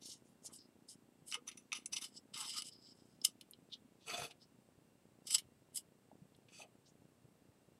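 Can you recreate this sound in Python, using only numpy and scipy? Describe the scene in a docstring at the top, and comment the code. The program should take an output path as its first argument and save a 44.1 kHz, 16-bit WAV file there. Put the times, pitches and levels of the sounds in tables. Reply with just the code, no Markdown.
"""A steel palette knife works paste on a ceramic shard and scrapes a glass slab, close to a camera.
From the start, the camera's electronics add hiss, faint whines and a soft thump per frame.
To 3.7 s the knife spreads and taps on the broken edge: grit hisses, blade and shard ring, gloves brush.
Near 4 s the blade scrapes and bites the slab; glass rings, the tray under it rumbles. Shard work resumes,
loudest near 5.3 s. Soft tray knocks, sparse before, cluster after 6 s around a second scrape at 6.5 s."""
import sys
import numpy as np
from scipy import signal
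from scipy.fft import rfft, irfft, next_fast_len
from scipy.io import wavfile
from scipy.ndimage import map_coordinates

SR = 44100
rng = np.random.default_rng(int(sys.argv[2]) if len(sys.argv) > 2 else 0)


def master(y):
    """Save y as 16-bit WAV."""
    cut = np.clip(np.atleast_2d(y).T, -1, 1)
    pcm = np.round(cut * 32767)  # scale
    wavfile.write(sys.argv[1], SR, pcm.astype(np.int16))


N = 343539

# Shard strokes and glove rubs: (start [s], press [s], hold [s], lift [s], force [dB], centre [Hz],
# half-width [oct], blade drive [dB], shard drive [dB])
SHARD_STROKES = [ (0, 0.021, 0.018, 0.04, -57, 5300, 0.3, -3, 5),
                 (.035, 0.016, 0.07, 0.096, -53, 5960, 0.38, 2, -8),
                 (0.198, .06, 0.076, .06, -81, 6700, 0.45, -8, -19),
                 (0.418, 0.045, .002, 0.044, -48.5, 6640, 0.27, -15, -5),
                 (0.454, 0.024, 0.036, 0.053, -60.5, 980, 0.24, -8, -4.5),
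                 (0.5, 0.031, .03, 0.058, -63.5, 7200, 0.28, 11.5, -17),
                 (0.577, .01, 0.035, 0.067, -70, 4760, 0.041, 13, -18),
                 (0.87, 0.023, 0.037, 0.033, -57, 7300, 0.33, 6, -9),
                 (1.252, 0.03, 0.029, .01, -55, 7900, 0.54, 8.5, -10),
                 (1.314, 0.018, 0.021, 0.049, -54, 3500, 0.87, 6, 6),
                 (1.459, 0.028, .002, 0.019, -51, 6250, 0.77, -5, 15),
                 (1.514, 0.0093, 0.11, 0.074, -86, 4900, .99, -5, 12),
                 (1.736, 0.012, .005, 0.11, -53, 3100, 1, 7, 9.5),
                 (1.8, 0.013, .01, .02, -80, 2600, 0.33, -8, -4),
                 (1.915, 0.018, 0.0022, 0.028, -47, 5170, .9, 13, 14.5),
                 (1.952, 0.014, .002, 0.047, -44.5, 5330, .9, 8.5, 8.5),
                 (2, 0.022, .002, 0.029, -50, 5430, 1, 8, 9.5),
                 (2.027, 0.0156, .002, 0.068, -50, 5500, .9, 10, 0.5),
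                 (2.091, 0.084, .002, 0.026, -63, 5770, 0.33, 17.5, 1),
                 (2.326, 0.013, .14, 0.03, -56, 4300, 1, 13, 5),
                 (2.33, .03, 0.081, .02, -62, 1150, 0.51, -10, 9),
                 (2.384, .015, 0.011, 0.017, -54, 4950, .8, 12.5, -9),
                 (2.548, 0.019, .03, .02, -52.5, 5040, 0.67, 10.5, -6),
                 (2.51, 0.049, 0.044, .04, -71.5, 1230, 0.085, -10, 14),
                 (2.446, .015, 0.017, 0.017, -48, 860, 0.074, -10, -12),
                 (2.462, 0.036, 0.11, 0.024, -55, 4530, 0.9, 12.5, -4),
                 (2.63, .015, 0.049, 0.012, -61.5, 6000, 0.86, 13.5, -22),
                 (2.7, 0.025, .002, 0.12, -68.5, 5000, 0.08, 18, -17),
                 (2.784, 0.04, .1, 0.027, -71, 5110, .082, 16, -15),
                 (2.938, 0.014, 0.21, 0.018, -84.5, 5400, 0.54, 13, -3),
                 (3.23, 0.017, .002, 0.076, -43, 6050, 0.52, 8, 4),
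                 (3.688, 0.049, .002, 0.035, -48, 3970, 0.089, -26, -3),
                 (4.389, 0.029, 0.011, 0.041, -62.5, 4960, 0.14, 7.5, -2),
                 (5.241, 0.087, .002, .01, -48, 6840, .99, 18, 9),
                 (5.326, 0.023, 0.0017, 0.021, -36.5, 7000, .99, 19, 6),
                 (5.37, .015, 0.0021, 0.034, -44.5, 5540, 0.92, -4.5, -10),
                 (5.729, 0.044, .002, 0.042, -44.5, 9190, 1, 12, -15),
                 (6.826, 0.036, 0.017, .03, -72, 4200, 0.18, -9, -3),
                 (6.859, 0.027, 0.014, .03, -70.5, 6300, .15, -9.5, -5)]
# Edge taps: (time [s], force [dB], t60 [s], centre [Hz], half-width [oct], blade drive [dB],
# shard drive [dB])
SHARD_TAPS = [ (0.057, -56, 0.015, 6800, 0.25, -5, -7), (.4664, -62, .016, 7000, .6, -10, -4),
              (0.886, -57, 0.073, 4770, 0.063, 14, -10), (1.3149, -37.5, 0.0094, 5400, 0.51, 0, 2),
              (1.322, -45.5, 0.026, 2980, .99, 16, 11.5), (1.3417, -37, 0.019, 3430, 0.75, 12, 7),
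              (1.351, -51, 0.043, 1190, 0.28, 6, 11.5), (1.477, -49.5, .014, 6140, 0.19, -8, 19),
              (1.484, -48, 0.042, 3980, 0.21, 5, -3), (1.487, -48, 0.091, 2050, 0.1, -10, 0),
              (1.514, -52, 0.052, 3550, .59, -8, 5.5), (1.572, -56.5, 0.065, 7200, 0.6, -1, 11),
              (1.719, -40, 0.015, 2820, 0.38, -8, 16), (1.7277, -35.5, 0.023, 4040, 0.52, 8, 16.5),
              (1.8585, -34, 0.014, 7200, 0.2, 4, 11), (2.3426, -52, 0.014, 3000, 0.2, 18, 8),
              (2.375, -52, 0.042, 4970, 1, 10, 12), (2.6201, -38, 0.019, 7800, 1, 12.5, 9.5),
              (2.733, -62.5, 0.019, 9000, .49, -8, -6), (3.2144, -56.5, 0.033, 5120, 0.14, 18, -10),
              (3.248, -26.5, .021, 6950, 0.94, 13.5, -6), (3.4106, -47, 0.024, 4830, 0.86, 3, -9.5),
              (3.5102, -43.5, 0.011, 11200, 0.28, -10, -3), (3.534, -47.5, .017, 3200, 0.12, 2, -16),
              (5.269, -47, 0.039, 7900, 0.99, 14.5, 2), (5.277, -47, .015, 4000, .8, 11, -8),
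              (5.3063, -37, 0.026, 6560, .98, 9, 6), (5.3443, -34.5, 0.016, 6500, .99, 2, -7),
              (5.3557, -35, 0.011, 5997, .99, 17, -3.5), (5.3823, -38, .028, 4987, .99, 8.5, -10.5),
              (5.7467, -53, 0.019, 9000, 0.33, 3, -8), (5.7589, -40.5, .023, 10000, .45, 2.5, 0),
              (6.348, -62.5, .028, 3400, .2, -2.5, -2), (6.364, -67.5, .02, 9000, .3, -1, -7)]
# Bare contact radiation: (frequency [Hz], gain [dB])
CONTACT_EQ = [(300, -28.5), (1500, -16), (2800, -3), (4200, -3.5), (7000, -2.5), (10500, 4), (13000, -5),
              (15700, -19.5)]
# Blade, shard and slab resonances: (frequency [Hz], bandwidth [Hz], gain [dB])
BLADE_MODES = [(3030, 180, -5.5), (5030, 240, -0.5), (5364, 212, -6.5), (7760, 228, 0), (8820, 170, -6.5),
               (10500, 69, -3), (13000, 33, -15)]
SHARD_MODES = [(850, 100, -16.5), (1268, 140, -5), (2115, 150, -9), (2643, 190, -1), (3615, 92, -6),
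               (5950, 129, 4.5), (9990, 81, 4.5)]
SLAB_MODES = [(456.4, 14.4, -2.5), (713, 38, -1), (1292, 167, -10.5), (1965, 94, -11.5), (2530, 90, -2),
              (3020, 80, -4), (3450, 98, -5.5), (4590, 140, 1.5), (6200, 140, -2), (7900, 160, 0.5),
              (9370, 250, -9.5), (11810, 170, -5)]
# Room decay: (frequency [Hz], t60 [s])
ROOM_T60 = [(1000, 0.15), (5000, 0.065), (12000, 0.056)]
# Preamplifier hiss spectrum: (frequency [Hz], relative level [dB])
HISS_EQ = [(18, -59.5), (45, -23), (110, -8.5), (250, -8), (600, -16), (1230, -23.5), (2900, -28.5),
           (6500, -32.5), (8200, -31), (10000, -33.5), (15700, -38)]
# Electronic tones: (frequency [Hz], relative level [dB])
WHINE_TONES = [(2762, -98), (7564, -101), (7650, -106), (7924, -106), (8037, -99.5), (8403, -100),
               (8506, -101), (9092, -106)]
# Supply dip trend: (time [s], lag after frame edge [ms], pulse level [dB], ringing share [0-1])
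DIP_TREND = [(0, 23.16, -40.5, 0.52), (1, 23.78, -39.5, 1), (3.5, 22.83, -40.5, 0.6),
             (4.8, 22.38, -42.5, 0.28), (7.79, 21.6, -43, 0.17)]
# Ringing and plain thump spectra: (frequency [Hz], relative level [dB])
RINGING_THUMP_EQ = [(60, -28.5), (120, -15), (240, 4.5), (330, -2), (500, -15), (900, -22.5), (1600, -38),
                    (2500, -120)]
PLAIN_THUMP_EQ = [(40, -29.5), (120, 0.5), (250, -3.5), (500, -6.5), (900, -20.5), (1600, -36),
                  (2500, -120)]
# Soft tray knocks: (time [s], level [dB], frequency [Hz], length [cycles])
TRAY_KNOCKS = [(0.449, -55, 630, 2.7), (1.37, -57, 476, 15.6), (3.848, -55.5, 228, 4.9),
               (4.19, -54, 113, 2.6), (4.22, -50, 123, 2.2), (6.115, -51, 732, 4.2),
               (6.129, -55.5, 256, 2.9), (6.218, -50, 160.5, 4.5), (6.417, -66, 265, 5.7),
               (6.6, -53, 798, 6), (7.045, -60.5, 159, 4.4), (7.243, -58, 137, 4.4)]
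# Slab strokes: (start [s], press [s], hold [s], lift [s], force [dB], centre [Hz], half-width [oct],
# slab drive [dB], tray drive [dB])
SLAB_SCRAPES = [ (3.98, 0.026, 0.045, .01, -70.5, 4130, 0.24, 2, -23.5),
                (4.047, 0.036, 0.055, 0.083, -53, 2497, 2.1, 15, -3),
                (4.158, .012, .09, 0.056, -51, 2590, 2.3, 7.5, 2),
                (4.277, 0.035, .002, 0.022, -56, 3080, 0.63, -7, -11),
                (4.281, 0.02, 0.0067, 0.017, -64, 760, 0.12, 12.5, -11),
                (6.492, 0.042, 0.1, 0.032, -69.5, 2600, 0.16, 10.5, -20),
                (6.478, 0.056, 0.097, .02, -67, 6390, 0.38, 10, -20),
                (6.582, .015, .03, 0.079, -64.5, 737, 0.26, 10, 6.5)]
# Blade biting the slab: (time [s], force [dB], t60 [s], centre [Hz], half-width [oct], slab drive [dB],
# tray drive [dB])
SLAB_CATCHES = [ (4.099, -48.5, .043, 2600, 0.74, 4, -16), (4.13, -44, 0.047, 484, 0.7, 10, 0),
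                (4.139, -44.5, 0.11, 1360, 0.26, 11, -9), (4.177, -49, 0.072, 1100, 0.77, 8, -23),
                (4.219, -46.5, 0.029, 1320, 0.31, 15.5, -6), (4.254, -64, 0.044, 480, .35, -5, -8),
                (4.308, -63, 0.033, 3200, .8, 2, -8), (6.484, -56, 0.073, 2200, 0.31, 4.5, -20)]
# Tray rumble: (frequency [Hz], gain [dB])
TRAY_EQ = [(25, -30), (60, -12), (130, 2), (220, -7.5), (600, -6), (1000, -38), (1600, -47), (3000, -120)]

BANDS_HZ = 130 * 2 ** (np.arange(18) * .4)
TAP_RISE_S, CATCH_RISE_S = .00042, .00062
TOUCH_PRESSURE, PRESSURE_EXPONENT = .37, 5  # pressure at stroke ends, full = 1
SKIRT_EXPONENT, BODY_EXPONENT = 2.01, .73
HISS_DB, THUMP_SCATTER_DB = -72.5, 4
FRAME_HZ, TOP_HZ = 30, 15780


def amp(db):
    return 10 ** (np.asarray(db) / 20)


def log_interp(points, hz):
    """Interpolate (frequency [Hz], value) on a log axis."""
    knots_hz, values = np.transpose(points)
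    return np.interp(np.log(hz + 1), np.log(knots_hz + 1), values)


def wobble(rate_hz):
    """Random curve, linear between Gaussian knots."""
    knots = rng.standard_normal(int(N * rate_hz / SR) + 4)
    return map_coordinates(knots, [np.arange(N) * rate_hz / SR], order=1)


def filtered(x, response, keep_power=False):
    """FFT filter; keep_power gives unit gain for white noise."""
    size = next_fast_len(N + SR // 2)
    gain = response(np.fft.rfftfreq(size, 1 / SR))
    if keep_power:
        gain = gain / np.sqrt(np.mean(np.abs(gain) ** 2))
    return irfft(rfft(x, size) * gain, size)[:N]


def eq(points):
    """Zero-phase response through (frequency [Hz], gain [dB])."""
    return lambda hz: amp(log_interp(points, hz))


def body(modes):
    """Causal response: resonances of alternating sign, summed."""
    return lambda hz: sum(
        (-1) ** k * amp(db) * 1j * hz * width_hz / (mode_hz ** 2 - hz ** 2 + 1j * hz * width_hz)
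        for k, (mode_hz, width_hz, db) in enumerate(modes))


def grit(rough_db, patchy_db):
    """Unit-rms noise bands; passing grains shake all together, the shifting contact each apart."""
    size = next_fast_len(N)
    grains = rng.standard_normal(N) * amp(rough_db * (wobble(80) + wobble(600)))
    offset_oct = np.log2(np.fft.rfftfreq(size, 1 / SR) + 1) - np.log2(BANDS_HZ)[:, None]
    bands = irfft(rfft(grains, size) * np.exp(-(offset_oct / .33) ** 2), size)[:, :N]
    knots = rng.standard_normal((len(bands), N // 1000 + 2))
    patches = np.array([np.interp(np.arange(N) / 1000, np.arange(len(row)), row) for row in knots])
    bands *= amp(patchy_db * patches)
    return bands / bands.std(axis=1, keepdims=True)


def add_contact(forces, bands, start_s, envelope, centre_hz, half_width_oct, first_db, second_db):
    """One contact: band-shaped grit drives the air and, with a broader spectrum, two bodies."""
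    start = round(start_s * SR)
    span = slice(start, start + len(envelope))
    distance = np.abs(np.log2(BANDS_HZ / centre_hz)) / max(half_width_oct, .05)
    narrow = 1 / (1 + distance ** SKIRT_EXPONENT)
    air, struck = [envelope * (weights @ bands[:, span]) / np.linalg.norm(weights)
                   for weights in (narrow, narrow ** BODY_EXPONENT)]
    forces[:, span] += [air, amp(first_db) * struck, amp(second_db) * struck]


def contact_forces(bands, strokes, taps, rise_s):
    """Strokes grow steeply with pressure; taps rise and decay. Rows: air, first body, second body."""
    forces = np.zeros((3, N))
    for start_s, press_s, hold_s, lift_s, db, *touch in strokes:
        corners_s = np.cumsum([0, press_s, hold_s, lift_s])
        t = np.arange(round(corners_s[-1] * SR)) / SR
        pressure = np.interp(t, corners_s, [TOUCH_PRESSURE, 1, 1, TOUCH_PRESSURE])
        add_contact(forces, bands, start_s, amp(db) * pressure ** PRESSURE_EXPONENT, *touch)
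    t = np.arange(SR // 8) / SR
    for start_s, db, t60_s, *touch in taps:
        envelope = amp(db - 60 * t / t60_s) * (1 - np.exp(-t / rise_s))
        add_contact(forces, bands, start_s, envelope, *touch)
    return forces


def knife_on_shard(bands):
    """Grit under strokes and taps hisses and rings blade and shard."""
    air, blade, shard = contact_forces(bands, SHARD_STROKES, SHARD_TAPS, TAP_RISE_S)
    ring = filtered(blade, body(BLADE_MODES)) + filtered(shard, body(SHARD_MODES))
    return filtered(air, eq(CONTACT_EQ)) + ring


def room(x):
    """Short diffuse tail; treble dies first."""
    hz, t, spectrum = signal.stft(rng.standard_normal(SR // 4), SR, nperseg=256)
    decay = amp(-60 * t / log_interp(ROOM_T60, hz)[:, None])
    tail = signal.istft(spectrum * decay, SR, nperseg=256)[1]
    delayed = np.pad(x, (150, 0))
    return signal.fftconvolve(delayed, tail / np.linalg.norm(tail))[:N]


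def preamp_hiss():
    """Near-steady preamplifier noise, strongest in the bass."""
    noise = amp(HISS_DB + .2 * wobble(8)) * rng.standard_normal(N)
    return filtered(noise, eq(HISS_EQ), keep_power=True)


def whines():
    """Thin electronic tones, wavering in level and phase."""
    t = np.arange(N) / SR
    return sum(amp(db + 6 + 2.1 * wobble(15)) * np.sin(2 * np.pi * hz * t + 3 * wobble(25))
               for hz, db in WHINE_TONES)


def blips(rows):
    """Soft-onset tone bursts from (time [s], level [dB], frequency [Hz], length [cycles])."""
    out = np.zeros(N + SR)
    for start_s, db, hz, cycles in rows:
        turns = np.arange(int(cycles / hz * SR)) * hz / SR
        envelope = amp(db) * np.sin(np.pi * np.sqrt(turns / cycles)) ** 2
        out[int(start_s * SR):][:len(turns)] += envelope * np.sin(2 * np.pi * turns)
    return out[:N]


def stray_blips(ringing_share, count=260, cycles=2.6):
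    """Random low blips; pitch follows the thumps' colour."""
    times_s = rng.random(count) * N / SR
    size, pitch = rng.standard_normal((2, count))
    centre_hz = 170 + 90 * ringing_share[(times_s * SR).astype(int)]
    hz = centre_hz * np.exp(.35 * np.clip(pitch, -1.5, 3))
    return blips(zip(times_s, -69 + 4 * size, hz, np.full(count, cycles)))


def frame_thumps():
    """One supply dip of uneven depth per frame, with stray blips between."""
    times_s, *columns = np.transpose(DIP_TREND)
    lag_ms, dip_db, ringing_share = [np.interp(np.arange(N) / SR, times_s, col) for col in columns]
    edges = np.arange(int(N / SR * FRAME_HZ)) * SR // FRAME_HZ
    onsets = np.minimum(edges + (lag_ms[edges] * SR / 1000).astype(int), N - 1)
    scatter_db = THUMP_SCATTER_DB * np.clip(rng.standard_normal(len(onsets)), -2, 1.8)
    dips = np.zeros(N)
    dips[onsets] = -amp(dip_db[onsets] + scatter_db)
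    ringing = filtered(dips * ringing_share, eq(RINGING_THUMP_EQ), keep_power=True)
    plain = filtered(dips * (1 - ringing_share), eq(PLAIN_THUMP_EQ), keep_power=True)
    return ringing + plain + stray_blips(ringing_share)


def tray_knocks():
    """Each soft knock swings the tray for a few cycles."""
    return blips(TRAY_KNOCKS)


def knife_on_slab(bands):
    """The blade judders over glass; the slab rings, the tray rumbles."""
    air, slab, tray = contact_forces(bands, SLAB_SCRAPES, SLAB_CATCHES, CATCH_RISE_S)
    return filtered(air, eq(CONTACT_EQ)) + filtered(slab, body(SLAB_MODES)) + filtered(tray, eq(TRAY_EQ))


def scene():
    """Knife work in a room, over the camera's electronics."""
    bands = grit(rough_db=2, patchy_db=4)
    work = knife_on_shard(bands) + tray_knocks() + knife_on_slab(bands)
    reverb = amp(-12) * room(work)
    electronics = preamp_hiss() + whines() + frame_thumps()
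    return (work + reverb + electronics)[None]


def record(dry):
    """Camera band limit: brick-wall low-pass."""
    return filtered(dry[0], lambda hz: hz < TOP_HZ)[None]


dry = scene()
out = record(dry)
master(out)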